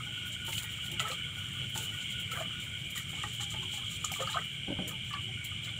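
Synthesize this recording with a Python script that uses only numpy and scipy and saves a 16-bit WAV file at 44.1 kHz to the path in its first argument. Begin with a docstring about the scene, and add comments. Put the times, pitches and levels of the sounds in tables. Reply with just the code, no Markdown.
"""Hands scrub and slosh rice in a metal pot of water on a wooden porch at night.
Rice is sparse clicks and noise in hissing bands; water is noise bursts, ringing air pockets and bubbles.
The pot wall and rim ring in decaying modes, floor boards thud as broad resonances, and a porch reflects.
Behind: a pulsed frog croak, a far low hoot, a chirping insect, crickets, still air and a low rumble."""
import sys
import numpy as np
from scipy import signal
from scipy.fft import rfft, irfft
from scipy.io import wavfile
from scipy.ndimage import uniform_filter1d

SR = 44100
rng = np.random.default_rng(int(sys.argv[2]) if len(sys.argv) > 2 else 0)


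def master(y):
    """Save y as 16-bit WAV."""
    cut = np.clip(np.atleast_2d(y).T, -1, 1)
    pcm = np.round(cut * 32767)  # scale
    wavfile.write(sys.argv[1], SR, pcm.astype(np.int16))


N = 255339

# Slow stirring that never quite stops. Each row: time in seconds, hiss of grains in dB,
# sparkle against the hiss in dB, deep slosh in dB, light trickle in dB.
STIR = [(0.0, -58, -6, -66, -60), (.35, -58, -9, -66, -61.5), (0.7, -56, -6, -69, -59.5),
        (1.25, -61, -8, -65, -58.5), (1.5, -56.5, -6, -68, -57), (1.68, -58, -7, -65, -64),
        (1.95, -55, -4, -60.5, -60), (2.1, -57.5, -9, -66, -72), (2.5, -59.5, -7, -65, -55.5),
        (2.85, -59, -6, -64, -70), (3.05, -58, -8, -72, -63), (3.2, -51.5, -12, -61, -57),
        (3.68, -58, -7, -75, -72), (3.85, -56.5, -9, -65.5, -71), (4.3, -51.5, -9, -70, -50),
        (4.5, -59.5, -8, -72, -59.5), (4.62, -63, -16, -69, -71), (5.79, -61, -22, -70.5, -68)]
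# Swishes of the fingers through the rice. Each row: start in seconds, length in seconds, hiss in dB,
# sparkle against the hiss in dB.
SWISHES = [(0.249, 0.033, -54, 1.5), (0.314, 0.026, -49.5, -11), (0.461, .012, -50, 0),
           (0.479, 0.023, -48.5, 0), (0.517, 0.027, -44, -2), (0.562, .035, -47, -2),
           (0.62, 0.017, -50, 2.5), (0.693, .04, -55.5, -2), (0.836, .03, -50.5, -4),
           (.912, 0.016, -51, -3), (0.99, 0.026, -45, -6), (1.035, 0.1, -49.5, -6), (1.32, .1, -56.5, -4),
           (1.52, 0.035, -54.5, -5), (1.69, .015, -60, 3), (1.737, 0.063, -44.5, -5),
           (1.809, 0.041, -47.5, -1.5), (1.997, .03, -51, -13), (2.096, 0.031, -51, -5),
           (2.194, 0.011, -53, 2), (2.294, 0.1, -51, -2.5), (2.386, 0.043, -50, -6),
           (2.587, 0.054, -53, -4), (2.898, .015, -55, 2.5), (2.947, 0.038, -45, -5), (3.0, .02, -51.5, -8),
           (3.083, .04, -52.5, -5), (3.325, 0.023, -51, -5), (3.395, .04, -45, -11),
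           (3.496, 0.032, -46.5, -11), (3.619, 0.02, -50, -10), (3.701, 0.077, -48.5, -8),
           (3.88, 0.084, -49, -7), (4.041, 0.015, -42.5, -20), (4.117, 0.048, -46, -6),
           (4.196, 0.034, -46, -9), (4.29, 0.034, -47.5, -8), (4.437, 0.02, -56, -2),
           (4.87, 0.026, -49, -2), (4.5, .06, -61.5, -5), (5.03, 0.075, -57.5, -8), (5.2, .05, -58.5, -8),
           (5.44, 0.013, -50, -2.5), (5.62, 0.043, -53, -9), (5.692, .02, -58, -11)]
# Hiss of the rubbed grains. Each row: frequency in Hz, relative density in dB per Hz.
HISS = [(3240, -50), (5500, -13), (6030, -11.5), (6490, -5), (7220, 4), (8370, -6), (9350, -12.5),
        (10000, -21), (13000, -21), (22000, -120)]
# Highest part of the rub. Each row: frequency in Hz, relative density in dB per Hz.
SPARKLE = [(5590, -80), (9500, 7.5), (11900, -3), (13200, 2), (14800, 7), (15600, 6.5)]
# Lower part of the rub. Each row: frequency in Hz, relative density in dB per Hz.
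FIZZ = [(1800, -46), (3000, 10), (4000, 3.5), (5500, -8.5)]
# Surges of water round the pot. Each row: start in seconds, length in seconds, deep slosh in dB,
# light trickle in dB.
SURGES = [(0.47, 0.031, -58, -54), (0.59, 0.052, -59.5, -52.5), (0.878, 0.048, -60, -61),
          (0.987, 0.1, -54, -46), (1.755, 0.083, -58, -56.5), (2.322, 0.098, -53, -46),
          (2.946, 0.052, -71, -49), (3.393, .03, -72, -51.5), (4.185, 0.027, -47.5, -48),
          (4.337, 0.056, -53, -44), (4.747, 0.064, -56, -61), (4.858, .05, -56.5, -56.5),
          (5.117, 0.024, -62, -51.5), (5.646, 0.037, -69, -55.5)]
# Sharp spatters of water. Each row: start in seconds, initial level in dB,
# tilt about 7200 Hz in dB per octave.
SPATTERS = [(0.4499, -46, 14), (0.5281, -33, 2), (0.5799, -29.5, 3.5), (0.631, -52, -8), (0.862, -42, 6),
            (0.915, -43, 15), (1.0053, -32.5, -4), (1.0827, -36.5, 8), (1.1157, -32, -7),
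            (1.7763, -31.5, 5), (2.3146, -38, 6.5), (2.977, -35.5, 11), (3.233, -37, 2.2), (3.517, -53, 0),
            (3.6284, -45, -4), (4.0477, -36.5, 7.5), (4.119, -35.5, 13), (4.202, -32.5, -13),
            (4.273, -46, -3), (4.8795, -39, 16), (5.1304, -42, 5), (5.446, -41, 19)]
# Spectrum of a spatter before its tilt. Each row: frequency in Hz, relative level in dB.
SPATTER = [(600, 11), (1500, 1), (3000, 33.5), (5000, 2), (7200, 12.5), (10000, 0), (15000, -3)]
# Air pockets that ring in the water, and a few clean rings of the pot wall, as near 1900 Hz and at 3.237 s.
# Each row: start in seconds, level in dB, pitch in Hz, t60 in seconds.
PLOPS_AND_RINGS = [(.004, -37, 1270, 0.076), (.06, -58, 830, 0.19), (0.5282, -29, 2170, .032),
                   (0.64, -48, 1910, 0.28), (1, -30, 1977, 0.064), (1.0009, -23, 1310, 0.033),
                   (1.0204, -39, 1500, 0.045), (1.043, -39.5, 860, 0.071), (1.051, -30, 1302, 0.12),
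                   (1.102, -36.5, 519, 0.088), (1.1143, -32, 3970, 0.03), (1.1183, -35, 1215, 0.1),
                   (1.555, -48.5, 1207, 0.17), (1.927, -45, 1910, 0.11), (2.3151, -33.5, 1325, 0.074),
                   (2.3531, -38, 1570, 0.052), (2.372, -41.5, 706, .18), (2.404, -31.5, 654, 0.088),
                   (2.4184, -44.5, 1190, 0.27), (2.9743, -30, 1930, 0.038), (3.182, -49, 1244, 0.22),
                   (3.2369, -26, 1220, 0.038), (3.237, -33, 1891, .1), (3.4017, -44, 1270, 0.073),
                   (3.518, -46, 1240, 0.16), (3.63, -40, 1060, 0.039), (3.7, -47.5, 1425, 0.081),
                   (3.79, -51, 1260, 0.11), (3.8332, -46, 1246, .09), (3.912, -49, 1225, .12),
                   (4.0428, -23.5, 1230, 0.037), (4.1001, -42, 1244, 0.14), (4.117, -28, 760, 0.019),
                   (4.138, -21.5, 2320, .02), (4.16, -37.5, 1173, 0.11), (4.203, -41, 1770, .06),
                   (4.205, -27.5, 532, 0.095), (4.222, -26.5, 1240, 0.085), (4.2694, -39, 4500, 0.044),
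                   (4.273, -25, 1260, .045), (4.295, -44, 874, 0.19), (4.2994, -35, 3630, 0.042),
                   (4.329, -32, 3880, 0.061), (4.342, -27, 1253, 0.057), (4.344, -31.5, 1063, 0.081),
                   (4.358, -28, 704, 0.048), (4.3693, -18.5, 1253, 0.041), (4.369, -33, 1540, 0.062),
                   (4.9114, -37, 1247, 0.057), (4.929, -48, 876, 0.087), (5.1096, -37.5, 1184, 0.093),
                   (5.1366, -29, 1151, 0.088), (5.1374, -35.5, 4300, 0.03), (5.104, -41, 1720, .05),
                   (5.146, -41, 1700, .06), (5.288, -46, 750, .05), (5.1708, -37.5, 1177, .08),
                   (5.519, -42, 1240, .056), (5.644, -37, 3860, 0.064), (5.682, -36, 2170, .055),
                   (5.6894, -37, 3470, .05)]
# Single hard grains that strike the wall. Each row: start in seconds, direct peak in dB.
TICKS = [(0.4673, -36), (0.5267, -39), (0.558, -34), (0.5806, -40), (0.6335, -30), (0.9173, -36),
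         (1.0011, -25), (1.0839, -37), (1.1124, -31.5), (1.7769, -21), (2.2009, -41), (2.3141, -39),
         (2.9093, -40), (3.2345, -34), (4.0477, -20.5), (4.118, -31), (4.2028, -41), (4.8778, -33),
         (4.883, -35), (5.4455, -38)]
# Knocks on the pot wall. Each row: start in seconds, level in dB, tuning factor as the water shifts,
# brightness about the third mode in dB per octave, ring length factor.
KNOCKS = [(.477, -43.5, 1.03, -4, 0.84), (0.922, -52.5, .99, -11, 1.2), (1.754, -40.5, 1, -3.5, 0.81),
          (3.13, -45, 0.89, 9, 0.16), (3.236, -42, 0.94, -1, 0.36), (3.398, -50.5, 0.93, 11, 1.4),
          (3.54, -42.5, 0.99, 3, 1.1), (3.62, -51, 1.1, 6, 1), (3.65, -62, 0.91, -17, 0.51),
          (3.734, -47.5, 0.97, -2, 0.44), (3.774, -53, 0.91, 15, 0.8), (3.81, -53, 1.23, 10, 0.46)]
# Modes of the wall before a knock's factors. Each row: frequency in Hz, level in dB, t60 in seconds.
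POT = [(350, -6., .15), (868, -6., .15), (884, 0., .22), (1240, -6., .12), (1900, -12., .1)]
# Hard clinks against the rim. Each row: start in seconds, level in dB,
# brightness about the first mode in dB per octave.
CLINKS = [(0.9963, -12.5, -12), (1.0019, -18.5, -1.3), (4.0456, -37, 18), (4.0478, -34.5, 20.5)]
# Modes of the rim. Each row: frequency in Hz, level in dB, t60 in seconds (ring() uses at least 0.01).
RIM = [(2980, -2.5, 0.0087), (5910, -28, 0.033), (7155, -10.5, 0.006)]
# Dull bumps on the floor boards. Each row: start in seconds, peak in dB, t60 of the push in seconds,
# brightness about the second board resonance in dB per octave.
BUMPS = [(0.859, -65, 0.094, -8), (0.921, -46.5, 0.16, -4), (1.617, -48, 0.078, 3), (3.619, -50, 0.077, 25),
         (4.676, -32, 0.28, -1), (4.7, -29.5, 0.13, -0.5), (4.72, -32, 0.052, 0), (4.787, -28, 0.026, 0.5),
         (4.798, -34, 0.21, -1.5), (4.826, -41, 0.22, -5)]
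# Resonances of the boards. Each row: frequency in Hz, pole width in Hz, level in dB.
BOARDS = [(193, 65, -2.5), (276, 106, -1.5), (574, 130, -7), (747, 94, -11.5), (1517, 91, -18)]
# Croaks of the frog. Each row: start in seconds, length in seconds, level in dB.
CROAKS = [(0., 0.18, -54.5), (0.174, 0.11, -52), (.36, .14, -51.5), (0.564, 0.17, -54),
          (0.759, 0.13, -53.5), (0.972, 0.066, -49), (1.17, 0.13, -53), (1.35, 0.14, -54.5),
          (1.547, .11, -53.5), (1.722, 0.14, -54.5), (1.92, 0.11, -52), (2.11, 0.11, -52.5),
          (2.288, 0.125, -49.5), (2.49, .12, -55), (2.667, 0.1, -54), (5.37, 0.047, -55.5),
          (5.512, 0.02, -55), (5.67, .11, -57.5)]
# A soft low hoot far away. Each row: start in seconds, length in seconds, level in dB.
HOOTS = [(3.58, .11, -58.5), (5.225, 0.13, -61.5)]
# Crickets. Each row: carrier in Hz, pole width of the waver in Hz, pulses per second, pulse sharpness,
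# level in dB, swell in dB rms (its sign only flips the chance).
CRICKETS = [(2983, 44, 85, 1, -47.5, -0.5), (3202, 47, 120, 0.8, -50, 0.5),
            (2966, 433, 160, 0.12, -46, -1.86), (3188, 310, 120, 0.2, -47.5, 2.2),
            (2360.5, 140, 110, 0.28, -52.5, 1.5), (2225, 200, 82, 0.067, -51, 2),
            (3616, 140, 63, 0.15, -68.5, 4), (7690, 500, 89, 0.12, -65.5, 2),
            (8900, 550, 110, 0.12, -64.5, -0.5)]
# Still air. Each row: frequency in Hz, relative density in dB per Hz.
AIR = [(330, 2), (700, -3), (1110, -9.5), (1500, 10.5), (1900, -5.5), (4200, -15), (6200, -4.5),
       (9500, -31), (11000, -51), (12300, -13), (15600, -17.5)]
# Low rumble. Each row: frequency in Hz, relative density in dB per Hz.
RUMBLE = [(15, -72), (25, -38), (27, -28), (39, -21.5), (54, -14.5), (96, -2), (113, 1.5), (177, -7),
          (195, -10.5), (261, -18.5), (366, -23), (394, -29), (450, -43), (580, -69), (990, -120)]

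SWISH_RISE_SHARE, SWISH_T60_S, FIZZ_DB = 0.31, 0.2, -3  # rise as a share of length; fizz against hiss
SURGE_RISE_S, SURGE_T60_S = 0.015, 0.24
SPATTER_T60_S = 0.043
ROUGH_LOW, ROUGH_PER_OCTAVE = .15, .45  # rows above 2 kHz are shaken more
TICK_HZ, TICK_WIDTH_HZ, TICK_T60_S = 7500, 1740, 0.0029
CRACK_DB, CRACK_DB_PER_DB, CRACK_T60_S = -4, 0.36, 0.092  # against a knock of -44 dB; harder cracks more
FROG_HZ, FROG_WIDTH_HZ, FROG_PULSES_PER_S = 1454, 47, 55
CROAK_RISE_S, CROAK_T60_S = 0.0031, 0.055
HOOT_HZ, HOOT_EDGE_S = 374, 0.016
CHIRP_HZ, CHIRP_WIDTH_HZ, CHIRP_DB = 5680, 260, -73.5
CHIRP_FIRST_S, CHIRP_EVERY_S = .22, 0.23
CHIRP_PULSE_EVERY_S, CHIRP_PULSE_S, CHIRP_PULSES = .028, .005, 4
AIR_DB, RUMBLE_DB = -60.5, -45.5
EDGE_HZ = 15650


def gain_of(db):
    """Decibels to an amplitude factor."""
    return 10 ** (np.asarray(db) / 20)


def decay(t, t60_s):
    """Exponential fall of 60 dB in t60_s."""
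    return gain_of(-60 * t / t60_s)


def evened(x):
    """Scales to an rms of one."""
    return x / np.sqrt(np.mean(x ** 2) + 1e-20)


def add(mix, start_s, sound):
    """Mixes a sound in at a time, cut at the end of the mix."""
    part = mix[round(start_s * SR):][:len(sound)]
    part += sound[:len(part)]


def coloured(x, points):
    """Shapes a sound by a spectrum, falling a further 40 dB per octave outside its ends; rms one."""
    f, db = np.transpose(points)
    hz = np.fft.rfftfreq(len(x), 1 / SR) + 1
    shape_db = np.interp(np.log(hz), np.log(f), db)
    shape_db -= 40 * np.maximum(np.log2(f[0] / hz), 0)
    shape_db -= 40 * np.maximum(np.log2(hz / f[-1]), 0)
    return evened(irfft(rfft(x) * gain_of(shape_db), len(x)))


def resonate(x, hz, width_hz):
    """Shifts hz down to zero, smooths twice, and shifts back: a steep resonance."""
    turn = np.exp(2j * np.pi * hz * np.arange(len(x)) / SR)
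    pole = np.exp(-np.pi * width_hz / SR)
    once = signal.lfilter([1 - pole], [1, -pole], x / turn)
    twice = signal.lfilter([1 - pole], [1, -pole], once)
    return 2 * (turn * twice).real


def drift(seconds):
    """Slow chance: noise averaged twice over a window, rms one."""
    size = int(seconds * SR)
    return evened(uniform_filter1d(uniform_filter1d(rng.standard_normal(N), size), size))


def grains(per_s, spread_db):
    """Sparse clicks of random sign; with a spread, a few are large."""
    size_db = spread_db * np.minimum(rng.exponential(1, N), 4)
    size = gain_of(size_db) * rng.choice([-1., 1.], N)
    return size * (rng.random(N) < per_s / SR)


def ring(hz, t60_s, glide=0., rise_s=0.0003):
    """A dying tone with a soft start, gliding in octaves per second for its first 0.1 s."""
    t = np.arange(SR // 2) / SR
    turns = np.cumsum(hz * 2 ** (glide * np.minimum(t, .1))) / SR
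    return decay(t, max(t60_s, .01)) * (1 - np.exp(-t / rise_s)) * np.sin(2 * np.pi * turns)


def swell(start_s, length_s, rise_s, t60_s):
    """Rises and holds for length_s in all, then dies away; zero before its start."""
    t = np.arange(N) / SR - start_s
    return np.clip(t / rise_s, 0, 1) * decay(np.clip(t - length_s, 0, 1), t60_s)


def stir_level(column):
    """Amplitude of the stirring over time, its dB interpolated between rows."""
    return gain_of(np.interp(np.arange(N) / SR, np.transpose(STIR)[0], column))


def rice():
    """Grains tick against each other and the wall over a steady rub, in three bands of hiss."""
    _, hiss_db, sparkle_db, _, _ = np.transpose(STIR)
    hiss, sparkle = stir_level(hiss_db), stir_level(hiss_db + sparkle_db)
    for start_s, length_s, db, bright_db in SWISHES:
        shape = gain_of(db) * swell(start_s, length_s, SWISH_RISE_SHARE * length_s, SWISH_T60_S)
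        hiss = np.maximum(hiss, shape)
        sparkle = np.maximum(sparkle, gain_of(bright_db) * shape)
    clumps = gain_of(1.04 * drift(0.023))  # grains move in clumps
    wall = rng.standard_normal(1024) * decay(np.arange(1024) / SR, .022)  # dense high ring of the pot
    bands = ((HISS, hiss, .8), (SPARKLE, sparkle, 1.1), (FIZZ, gain_of(FIZZ_DB) * hiss, .8))
    out = np.zeros(N)
    for colour, level, grit in bands:
        clicks = evened(signal.oaconvolve(grains(300, 1.16), wall)[:N])
        clicks = clicks + 0.39 * evened(grains(120, 2.6))  # single hard grains
        rub = grit * coloured(clicks, colour) + coloured(rng.standard_normal(N), colour)
        out += level * evened(rub * clumps)
    return out


def bubbles(low_hz, high_hz, per_s, cycles):
    """Small air pockets of ten sizes, each rising in pitch; t60 is a fixed count of cycles."""
    total = np.zeros(N)
    for hz in np.geomspace(low_hz, high_hz, num=10):
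        pocket = ring(hz, cycles / hz, 2.65)[:4000]
        total += signal.oaconvolve(grains(per_s, 3.64), pocket)[:N]
    return evened(total)


def stirred_water():
    """Small bubbles gurgle in the stirred water: a deep slosh and a light trickle."""
    _, _, _, slosh_db, trickle_db = np.transpose(STIR)
    slosh, trickle = stir_level(slosh_db), stir_level(trickle_db)
    for start_s, length_s, deep_db, light_db in SURGES:
        shape = swell(start_s, length_s, SURGE_RISE_S, SURGE_T60_S)
        slosh = np.maximum(slosh, gain_of(deep_db) * shape)
        trickle = np.maximum(trickle, gain_of(light_db) * shape)
    return slosh * bubbles(413.0, 1249, 20, 89.0) + trickle * bubbles(1183, 2073, 40, 66.0)


def spatters():
    """Each spatter is a burst of tilted noise that dies fast."""
    out, t = np.zeros(N), np.arange(8192) / SR
    for start_s, db, tilt_db in SPATTERS:
        colour = [(hz, d + tilt_db * np.log2(hz / 7200)) for hz, d in SPATTER]
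        burst = coloured(rng.standard_normal(len(t)), colour)
        add(out, start_s, gain_of(db) * decay(t, SPATTER_T60_S) * burst)
    return out


def plops_and_rings():
    """Air pockets and a few pot wall rings: dying tones of wobbling pitch plus resonant noise."""
    out, t = np.zeros(N), np.arange(8192) / SR
    for start_s, db, hz, t60_s in PLOPS_AND_RINGS:
        noise = rng.standard_normal(len(t))
        rough = ROUGH_LOW + ROUGH_PER_OCTAVE * max(np.log2(hz / 2000), 0)
        wobble = evened(uniform_filter1d(noise, 150))
        turns = np.cumsum(hz * (1 + 0.028 * rough * wobble)) / SR
        tone = np.sin(2 * np.pi * turns) + rough * evened(resonate(noise, hz, 0.44 * hz))
        tone /= np.sqrt(1 + 2 * rough ** 2)  # about the same power at any roughness
        add(out, start_s, gain_of(db) * decay(t, t60_s) * (1 - np.exp(-t / 0.0015)) * tone)
    return out


def ticks():
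    """A hard grain on the wall: a bright click with a blur of pitch."""
    out, t = np.zeros(N), np.arange(512) / SR
    for start_s, db in TICKS:
        noise = rng.standard_normal(len(t))
        click = decay(t, TICK_T60_S) * resonate(noise, TICK_HZ, TICK_WIDTH_HZ)
        add(out, start_s, gain_of(db) * click / abs(click).max())
    return out


def knocks():
    """Each knock rings the wall's modes, sagging as water climbs the wall, and leaves a short dull crack."""
    out, t = np.zeros(N), np.arange(2048) / SR
    for start_s, db, tuning, bright_db, length in KNOCKS:
        for hz, mode_db, t60_s in POT:
            tilt_db = bright_db * np.log2(hz / POT[2][0])
            mode = ring(hz * tuning, t60_s * length, -0.41, 0.0044)
            add(out, start_s, gain_of(db + mode_db + tilt_db) * mode)
        crack_db = db + CRACK_DB + CRACK_DB_PER_DB * (db + 44)
        crack = evened(resonate(rng.standard_normal(len(t)), 920, 2400))
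        add(out, start_s, gain_of(crack_db) * decay(t, CRACK_T60_S) * crack)
    return out


def clinks():
    """Hard contacts ring the rim's short high modes."""
    out = np.zeros(N)
    for start_s, db, bright_db in CLINKS:
        for hz, mode_db, t60_s in RIM:
            tilt_db = bright_db * np.log2(hz / RIM[0][0])
            add(out, start_s, gain_of(db + mode_db + tilt_db) * ring(hz, t60_s, 0, .0001))
    return out


def porch(x):
    """A short spray of reflections from boards and pans: sparse random taps that decay."""
    t = np.arange(SR // 5) / SR
    taps = grains(2000, 0)[:len(t)] * decay(t, 0.11) * (t > .003)
    return signal.oaconvolve(x, taps / np.linalg.norm(taps))[:N]


def floor():
    """Scuffing bursts shake the boards' broad resonances."""
    out, t = np.zeros(N), np.arange(8192) / SR
    for start_s, db, t60_s, bright_db in BUMPS:
        push = (decay(t, t60_s) + 0.94 * decay(t, 0.0047)) * rng.standard_normal(len(t))
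        boards = np.zeros(len(t))
        for hz, width_hz, board_db in BOARDS:
            tilt_db = bright_db * np.log2(hz / BOARDS[1][0])
            boards += gain_of(board_db + tilt_db) * resonate(push, hz, width_hz)
        add(out, start_s, gain_of(db) * boards / abs(boards).max())
    return out


def frog():
    """A narrow, hoarse pulsed croak about five times a second: a carrier with chance in both phases."""
    t = np.arange(N) / SR
    pulses = 1 + .5 * np.cos(2 * np.pi * (FROG_PULSES_PER_S * t + 0.62 * drift(0.29)))
    hoarse = 1 + 0.84 * (drift(.5 / FROG_WIDTH_HZ) + 1j * drift(.5 / FROG_WIDTH_HZ))
    voice = evened((hoarse * np.exp(2j * np.pi * FROG_HZ * t)).real * pulses)
    croaks = sum(gain_of(db) * swell(start_s, length_s, CROAK_RISE_S, CROAK_T60_S)
                 for start_s, length_s, db in CROAKS)
    return voice * croaks


def hoots():
    """Steady pure notes with soft ends."""
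    tone = np.sqrt(2) * np.sin(2 * np.pi * HOOT_HZ * np.arange(N) / SR)
    return tone * sum(gain_of(db) * swell(start_s, length_s, HOOT_EDGE_S, 3 * HOOT_EDGE_S)
                      for start_s, length_s, db in HOOTS)


def chirper():
    """A faint high insect repeats chirps of a few quick pulses of narrow noise; the level drifts."""
    since_s = (np.arange(N) / SR - CHIRP_FIRST_S) % CHIRP_EVERY_S
    beats = np.zeros(N)
    for k in range(CHIRP_PULSES):
        centre_s = (k + .5) * CHIRP_PULSE_EVERY_S
        beats += np.exp(-((since_s - centre_s) / CHIRP_PULSE_S) ** 2)
    whistle = resonate(rng.standard_normal(N), CHIRP_HZ, CHIRP_WIDTH_HZ)
    return gain_of(CHIRP_DB + 1.35 * drift(0.45)) * evened(beats * whistle)


def crickets():
    """Wavering whistles of narrow noise, chopped into pulses of slightly uneven timing."""
    t, out = np.arange(N) / SR, np.zeros(N)
    for hz, width_hz, per_s, sharp, db, swell_db in CRICKETS:
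        pulses = np.exp(sharp * np.cos(2 * np.pi * (per_s * t + .07 * drift(.2))))
        whistle = resonate(rng.standard_normal(N), hz, width_hz)
        out += gain_of(db + swell_db * drift(0.086)) * evened(pulses * whistle)
    return out


def still_air():
    """Steady shaped noise."""
    return gain_of(AIR_DB) * coloured(rng.standard_normal(N), AIR)


def rumble():
    """Low shaped noise whose level drifts."""
    return gain_of(RUMBLE_DB + 1.1 * drift(.05)) * coloured(rng.standard_normal(N), RUMBLE)


def scene():
    """Near sounds with their reflections over the night."""
    near = spatters() + plops_and_rings() + ticks() + knocks() + clinks()
    reflected = gain_of(-6.0) * porch(near)
    hand = rice() + stirred_water()
    night = crickets() + still_air() + rumble()
    return (hand + near + reflected + floor() + frog() + hoots() + chirper() + night)[None]


def record(dry):
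    """Band limit: a linear-phase low-pass at EDGE_HZ."""
    low_pass = signal.firwin(511, EDGE_HZ, window=("kaiser", 9), fs=SR)
    return signal.oaconvolve(dry, low_pass[None], "same")


dry = scene()
out = record(dry)
master(out)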